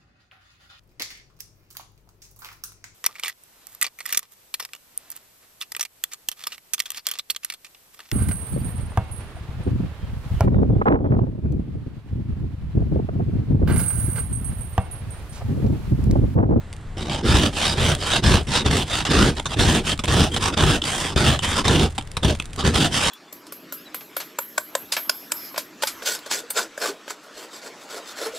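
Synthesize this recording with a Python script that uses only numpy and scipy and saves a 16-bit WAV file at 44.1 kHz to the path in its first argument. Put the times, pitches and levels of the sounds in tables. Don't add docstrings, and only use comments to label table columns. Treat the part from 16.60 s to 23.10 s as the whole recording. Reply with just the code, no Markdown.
import sys
import numpy as np
from scipy import signal
from scipy.fft import rfft, irfft, next_fast_len
from scipy.io import wavfile
from scipy.ndimage import map_coordinates

SR = 44100
rng = np.random.default_rng(int(sys.argv[2]) if len(sys.argv) > 2 else 0)


def store_wav(level_fs):
    pcm = np.round(np.clip(np.atleast_2d(level_fs), -1, 1) * 32767)
    wavfile.write(sys.argv[1], SR, pcm.T.astype(np.int16))


N = 286650

# start t/s, length/s, speeding up/s, slowing down/s,
# rasp level/dB, swell/dB, pane level/dB; spray, low ring and high ring level/dB re rasp;
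# fraction of the stroke at which the blade rocks over; groan level/dB re rasp, groan f/Hz
PUSH_STROKES = [ (.626, 0.2856, 0.068, 0.06, -22.5, -2, -15, -11.5, 2, -2, 0.456, -4.5, 560),
                (1.151, 0.23, 0.043, 0.0604, -24, -3, -18.5, -11.5, 2, -4, 0.36, -3, 590),
                (1.621, .21, 0.023, 0.0862, -20.5, 1.5, -13.5, -12.5, -0.5, -9.5, 0.44, -6.5, 670),
                (2.041, 0.071, 0.023, 0.039, -24, 0, -15, -13, -12, -4.5, 0.66, -7, 604),
                (2.095, 0.17, 0.0236, 0.054, -26, -10, -20.5, -8.5, 6.5, -7, .57, -3.5, 716),
                (2.484, 0.2657, 0.0332, 0.086, -21, -3, -15.5, -14, -4.5, -3, 0.36, -8.5, 740),
                (2.961, .268, 0.041, 0.059, -22.5, -3, -16.5, -10.5, 0, -4.5, 0.35, -6, 676),
                (3.464, 0.24, 0.034, 0.0704, -22.5, -3.5, -16, -10.5, 2, -11, 0.36, -2.5, 681),
                (3.964, 0.24, 0.0132, 0.0483, -23, -7, -18, -11.5, 1.5, -6, 0.32, -5.5, 660),
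                (4.558, 0.23, .004, .049, -22.5, -4.5, -18, -11.5, 1, -3, 0.34, -4, 623),
                (5.036, 0.26, 0.014, 0.064, -23.5, 0, -16, -12.5, 0.5, -2.5, 0.35, -4.5, 756),
                (5.622, 0.13, 0.0118, 0.0497, -28.5, 0, -18, -10.5, 1.5, 3, .25, 3, 600),
                (6.031, 0.11, 0.027, 0.074, -22, -0.5, -16.5, -11.5, -9, -8, 0.67, -15.5, 550),
                (6.122, 0.19, 0.047, 0.06, -23, -7.5, -18.5, -8.5, 2.5, -6, 0.294, -1.5, 720), ]
# f/Hz, level/dB
PANE_SPECTRUM = [(20, -26), (48, -2), (75, -1), (98, -1), (122, -2.5), (150, -3.5), (195, -6), (280, -7),
                 (400, -10.5), (520, -17.5), (800, -31.5), (2000, -81.5)]


def pushes():
    spectrum = [(220, -18.5), (420, 4), (560, -7), (850, -1.5), (1350, -1.5), (1700, -2), (2250, -7),
                (3300, -3.5), (4200, -7.5), (5100, -6), (6200, -14), (8800, -24.5), (11000, -33),
                (16000, -60)]
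    modes = [(3150, 1600), (3590, 130)]
    law = {"rasp": (-1, 0.6, 23, -0.5), "pane": (-4.5, 2.5, 9.5, 5), "spray": (0.529, 0.56, 1, 5.8),
           "groan": (11.5, -5, -2, 5)}
    out = np.zeros((2, N))
    for row in PUSH_STROKES:
        add(out, *stroke(row, law, spectrum, modes, rock=-1.2, crack_rate=230, spread_db=1.5,
                         life_s=0.0029, gains_db=(-1, -0.5, -4.5, -4.5, -2)))
    return out


def pulls():
    pull_strokes = [ (.366, 0.1405, 0.004, .012, -37.5, 0, -27, -14, 3, 1, .15, 0, 724),
                    (.494, .145, .004, 0.043, -33, -12, -27.5, -18, 2, -7, .2, 1.5, 813),
                    (.91, 0.26, 0.072, .064, -24.5, 4, -27, -10.5, -5, 2.5, .6, -10, 930),
                    (1.374, 0.233, 0.068, .035, -24, 8, -27.5, -11, -1, 2, .5, -16, 930),
                    (1.867, 0.17, 0.0874, .052, -21.5, -1, -24, -14, -8, 1.5, 0.4, -10, 940),
                    (2.256, 0.19, .065, .05, -25, 1.5, -30, -12.5, -5, -6, 0.5, -10, 940),
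                    (2.451, 0.043, 0.02, .026, -22.5, -.5, -31, -20, -11, -8, 0.28, -2, 1110),
                    (2.761, 0.053, 0.0081, 0.032, -33, -2.5, -28.5, -18, -9, -7, .6, 1, 890),
                    (2.881, 0.073, 0.053, 0.0123, -28, 1, -31, -13, -7.5, -3, 0.65, -4.5, 880),
                    (3.226, 0.1242, 0.0564, 0.02, -26, 7.5, -26.5, -9, 1, -3.5, 1, -26, 1150),
                    (3.698, 0.093, 0.048, 0.0096, -32.5, 6.5, -26.5, -5.5, 8, -10, .74, -8.5, 1030),
                    (3.792, 0.13, .035, 0.047, -24, -1, -25, -10, -15.5, -6, .6, 1.5, 1050),
                    (3.92, 0.035, .021, .018, -25, -3, -25.5, -23, -4.5, -10, .5, 0, 1300),
                    (4.215, 0.33, 0.062, .058, -27.5, -6, -30.5, -7, .5, -10, 0.47, -6, 1000),
                    (4.499, 0.0485, .0085, .008, -38, -6, -28, -23, -13, -9, .5, -5, 1100),
                    (4.819, .212, 0.01, 0.023, -25, 1.5, -26, -9.5, 6.5, -13.5, 0.28, -3.5, 1074),
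                    (5.973, 0.067, 0.028, 0.041, -25, 0, -26.5, -16, -12, 0.5, .2, 2, 1135),
                    (6.303, 0.265, 0.053, .02, -22.5, 3, -26.5, -9, 1, -3, 0.42, -10, 1013), ]
    spectrum = [(250, -23.5), (500, -2.5), (1000, -2), (1650, -2.5), (2350, -5), (2900, -0.5), (3700, -1),
                (4200, -8), (5000, -3), (6100, -13.5), (8700, -16.5), (11000, -39), (16000, -48)]
    modes = [(3150, 130), (3775, 110)]
    law = {"rasp": (-1, 1, 20, 0.5), "pane": (2.5, 1, 0.5, -1.7), "spray": (-2.3, 2.55, -1, -1),
           "groan": (9, -6, -3, 1)}
    out = np.zeros((2, N))
    for row in pull_strokes:
        add(out, *stroke(row, law, spectrum, modes, rock=0.98, crack_rate=240, spread_db=2,
                         life_s=0.00234, gains_db=(-0.45, -2, -6, -5, -3.5)))
    return out


def stroke(row, law, spectrum, modes, rock, crack_rate, spread_db, life_s, gains_db):
    start, fade, levels, groan_hz = arm_motion(row, law, rock)
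    rasp_db, pane_db, spray_db, groan_db, *mode_db = levels
    edge_gain, spray_gain, blade_gain, groan_gain, pane_gain = amp(gains_db)
    strength = amp(rasp_db.max() + 25)
    cracks = fractures(len(fade), crack_rate * strength ** .8, spread_db, life_s)
    edge = edge_gain * heard(moving_contact(rasp(cracks), depth_db=3.2), spectrum)
    spray = spray_gain * amp(spray_db) * ice_spray(cracks)
    blade = blade_gain * sum(amp(db) * ring(rasp(cracks), hz, width_hz)
                             for (hz, width_hz), db in zip(modes, mode_db))
    groan = groan_gain * amp(groan_db) * ring(rasp(cracks), groan_hz, width_hz=210)
    jolts = moving_contact(rasp(cracks, crack_share=0.33), depth_db=3.5, per_octave=22.7)
    rumble = pane_gain * amp(pane_db) * heard(jolts, PANE_SPECTRUM)
    return start, fade * (amp(rasp_db) * (edge + blade + groan + spray) + rumble)


def arm_motion(row, law, rock):
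    start, length, rise, fall, rasp_db, swell_db, pane_db, spray_db = row[:8]
    low_db, high_db, rock_at, groan_db, groan_hz = row[8:]
    ease_power, bite_s, snag_db, arc_octaves = 1.67, 0.037, 0.88, 0.245
    rock_width, released_db = 0.13, -12.5
    t = np.arange(int(length * SR)) / SR
    fade = np.clip(np.minimum(t, length - t) / .003, 0, 1)
    starting = np.clip(1 - t / rise, 0, 1) ** ease_power
    stopping = np.clip(1 - (length - t) / fall, 0, 1) ** ease_power
    biting = np.exp(-t / bite_s)
    place = t / length - .5
    arch = np.cos(np.pi * place) - 2 / np.pi
    force_db = swell_db * place + snag_db * wobble(44.5)[:len(t)]
    change = {layer: drift * place + bulge * arch - at_rest * (starting + stopping) - unbitten * biting
              for layer, (drift, bulge, at_rest, unbitten) in law.items()}
    high_share = .5 + .5 * np.tanh(rock * (t / length - rock_at) / rock_width)
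    levels = [rasp_db + force_db + change["rasp"], pane_db + force_db + change["pane"],
              spray_db + change["spray"], groan_db + change["groan"],
              low_db + released_db * high_share, high_db + released_db * (1 - high_share)]
    return start, fade, levels, groan_hz * 2 ** (arc_octaves * arch)


def fractures(n, rate, spread_db, life_s):
    breaks = rng.random(n) < rate / SR
    size = amp(spread_db * np.clip(rng.standard_normal(n), -2, 2))
    decay = np.exp(-1 / (life_s * SR))
    envelope = np.sqrt(signal.lfilter([1], [1, -decay], breaks * size ** 2))
    return envelope / rms(envelope)


def grit(n, rate):
    return (rng.random(n) < rate / SR) * rng.standard_normal((2, n))


def rasp(cracks, crack_share=.64):
    return grit(len(cracks), rate=11000) * np.sqrt(crack_share * cracks ** 2 + 1 - crack_share)


def ice_spray(cracks):
    spectrum = [(3500, -44), (6000, -2), (7500, -1), (8800, 1.5), (10000, -5.5), (11200, -15), (13000, -17),
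                (16000, -34)]
    return heard(rasp(cracks, crack_share=0.686), spectrum)


def moving_contact(x, depth_db, rate=16, per_octave=9):
    hz, t, spectra = signal.stft(x, SR, nperseg=512, noverlap=384)
    grid = np.meshgrid(np.log2(1 + hz / 900) * per_octave + 1, t * rate + 1, indexing="ij")
    field = map_coordinates(rng.standard_normal((64, 24)), grid, mode="mirror")
    coupling = amp(depth_db * np.clip(field, -1.8, 1.8))
    return signal.istft(spectra * coupling, SR, nperseg=512, noverlap=384)[1][:, :x.shape[1]]


def knocks():
    # t/s, relative level/dB, thud offset/dB, ring f/Hz, ring offset/dB, skid/s
    landings = [(0.496, -22.5, 3, 3590, -11.5, 0.0084), (0.529, -19, -5, 3680, -4, 0.0084),
                (1.635, -20, -18, 3370, 4, 0.011), (2.06, -11, 5.5, 3340, -6, 0.0069),
                (2.451, -9.5, -12.5, 3330, -19, 0.0109), (2.679, -18.5, 9, 2990, -6, 0.016),
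                (2.797, -12, -24, 3100, -18, 0.0049), (2.856, -10.5, -7, 3600, -3, 0.017),
                (3.391, -12.5, -2.5, 3455, -5.5, 0.014), (3.437, -11.5, -2.5, 2670, -22, 0.0153),
                (3.479, -13, -3, 3400, -10, 0.01), (3.763, -10, -11, 3450, -5, 0.0075),
                (3.975, -11, -27, 3274, -11, 0.0073), (4.218, -23.5, -7, 3107, 13, 0.0059),
                (4.239, -18, -14, 3070, 1, 0.0035), (4.446, -15, -3, 3470, -14, 0.01),
                (4.562, -16.5, 11.5, 3360, -10, 0.0029), (4.791, -15, -10.5, 2970, -2, 0.0024),
                (4.835, -30, -9, 3200, -4, 0.0103), (5.08, -5, -12.5, 3620, -3, 0.0093),
                (5.38, -9.5, -8.5, 3100, -15, 0.013), (5.41, -28, -12, 2930, -1.5, 0.0042),
                (5.568, -10, -6, 3435, -21, 0.01), (5.631, -16, -13, 3300, -4, 0.0065),
                (5.646, -8.5, 5.5, 3070, -8.5, 0.0091), (5.75, -22.5, -7, 3080, -15, 0.0046),
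                (5.799, -13, -6, 2480, -4.5, 0.0038), (6.075, -12.5, 6.5, 3320, -3, 0.0035),
                (6.143, -13.5, -16.5, 4000, -7, 0.006)]
    spectrum = [(200, -29), (600, -1.5), (1000, 4), (1900, -5.5), (2600, -1), (3400, 1), (4300, -9),
                (5200, -8), (6300, -9), (8800, -11), (11000, -24), (16000, -40.5)]
    out, t = np.zeros((2, N)), np.arange(SR // 8) / SR
    for start, db, thud_db, ring_hz, ring_db, skid in landings:
        contact = np.exp(-((t - .3 * skid) / (.7 * skid)) ** 2) + amp(-16 - 60 * t / .085)
        drive = moving_contact(grit(len(t), rate=9000), depth_db=3.5) * contact
        clack = heard(drive, spectrum) + amp(ring_db) * ring(drive, ring_hz, width_hz=270)
        thud = heard(rng.standard_normal((2, len(t))) * contact, PANE_SPECTRUM)
        add(out, start, amp(db - 24) * clack + amp(db + thud_db - 21) * thud)
    return out


def chips():
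    landings = [(0.1287, -23), (0.1356, -30.5), (0.165, -32), (0.2109, -40), (1.3505, -11), (2.508, -18.5),
                (2.7666, -37), (3.377, -23.5), (3.4561, -13), (4.4983, -24), (4.5386, -38.5), (5.4244, -29),
                (5.474, -29), (5.5158, -22.5), (5.8238, -21), (5.856, -23), (5.9322, -22.5), (5.961, -22)]
    spectrum = [(600, -7.5), (2000, 2.5), (3500, 3.5), (6000, -4), (9000, 1), (11000, -13), (16000, -27)]
    out, t = np.zeros((2, N)), np.arange(SR // 25) / SR
    decay = amp(-60 * t / 0.0109) + amp(-28 - 60 * t / .04)
    for start, db in landings:
        tick = rng.standard_normal((2, len(t))) * decay
        add(out, start, amp(db - 23.5) * heard(tick, spectrum))
    push_ends = np.array([start + length for start, length, *_ in PUSH_STROKES])
    since = np.arange(N) / SR - push_ends[:, None]
    shower = np.sum((since > 0) * np.exp(-abs(since) / 0.26), axis=0)
    patter = fractures(N, rate=120, spread_db=3, life_s=.002) * rng.standard_normal((2, N))
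    return out + amp(-51) * shower * heard(patter, spectrum)


def pane_boom(x):
    return amp(0.5) * resonate(x, hz=75.2, width_hz=8.3)


def reflections(x, t60):
    t = np.arange(SR // 3) / SR
    tail = rng.standard_normal((2, len(t))) * amp(-60 * t / t60) * (t > .004)
    return signal.fftconvolve(x, tail / np.linalg.norm(tail[0]), axes=1)[:, :N]


def street():
    partials = [(43.1, -66), (91.5, -44.5), (156.1, -51.5)]
    spectrum = [(12, -26), (20, 1), (55, -8.5), (81, -3.5), (172, -14), (216, -18.5), (542, -27.5),
                (1910, -33.5), (2390, -38), (3630, -39.5), (5680, -49.5), (7950, -46.5), (16000, -75)]
    t = np.arange(N) / SR
    hum = sum(amp(db + 1.2 * wobble(5.6)) * np.sqrt(2) * np.sin(2 * np.pi * hz * t + wobble(6.8))
              for hz, db in partials)
    wash = amp(-36) * heard(rng.standard_normal((2, N)), spectrum)
    return wash + np.outer([1, 0], hum)


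def resonate(x, hz, width_hz):
    turn = np.exp(2j * np.pi * np.cumsum(hz * np.ones(x.shape[1])) / SR)
    pole = np.exp(-np.pi * width_hz / SR)
    return 2 * np.real(turn * signal.lfilter([1 - pole], [1, -pole], x / turn))


def ring(x, hz, width_hz):
    low, high = np.min(hz), np.max(hz)
    return heard(resonate(x, hz, width_hz), [(low / 2, -18), (low, 0), (high, 0), (high * 2, -18)])


def heard(x, spectrum):
    width = [(60, -17), (280, -19.5), (500, -13), (800, -7.5), (1400, -9), (2200, -5), (3000, -12.5),
             (4300, -13.5), (5200, -10), (6300, -2.5), (12000, -0.5)]
    y = coloured(x, spectrum)
    return np.vstack([y[:1], coloured(y[1:], width)]) / rms(y[0])


def coloured(x, spectrum, size=4096):
    gain = amp(along(spectrum, np.fft.rfftfreq(size, 1 / SR)))
    cepstrum = irfft(np.log(gain))
    cepstrum[1:size // 2] *= 2
    cepstrum[size // 2 + 1:] = 0
    response = irfft(np.exp(rfft(cepstrum)))[:size // 2]
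    return signal.fftconvolve(x, response[None], axes=1)[:, :x.shape[1]]


def along(points, hz):
    f, values = np.transpose(points)
    return np.interp(np.log(hz + 1), np.log(f + 1), values)


def wobble(rate):
    return np.interp(np.arange(N) * rate / SR, np.arange(200), rng.standard_normal(200))


def amp(db):
    return 10 ** (np.asarray(db) / 20)


def rms(x):
    return np.sqrt(np.mean(x ** 2) + 1e-20)


def add(track, start_s, sound):
    part = track[:, max(round(start_s * SR), 0):][:, :sound.shape[1]]
    part += sound[:, :part.shape[1]]


def scene():
    scraping = pushes() + pulls() + knocks() + chips()
    mid, side = scraping + pane_boom(scraping) + amp(-13.5) * reflections(scraping, t60=0.11) + street()
    return np.array([mid + side, mid - side])


def record(dry):
    imbalance = [(60, 2.5), (110, -1.5), (200, -0.5), (380, -1.0), (700, -2.5), (1290, -2.5), (2380, -1.0),
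                 (4400, -2), (8120, -0.5), (15000, -2.5)]
    ceiling, top_hz = .85, 16000
    size = next_fast_len(N + SR // 4)
    hz = np.fft.rfftfreq(size, 1 / SR)
    rounded = dry / (1 + (dry / ceiling) ** 6) ** (1 / 6)
    ports = amp(np.outer([.5, -.5], along(imbalance, hz)))
    return irfft(rfft(rounded, size) * ports * (hz < top_hz), size)[:, :N]


dry = scene()
out = record(dry)
store_wav(out)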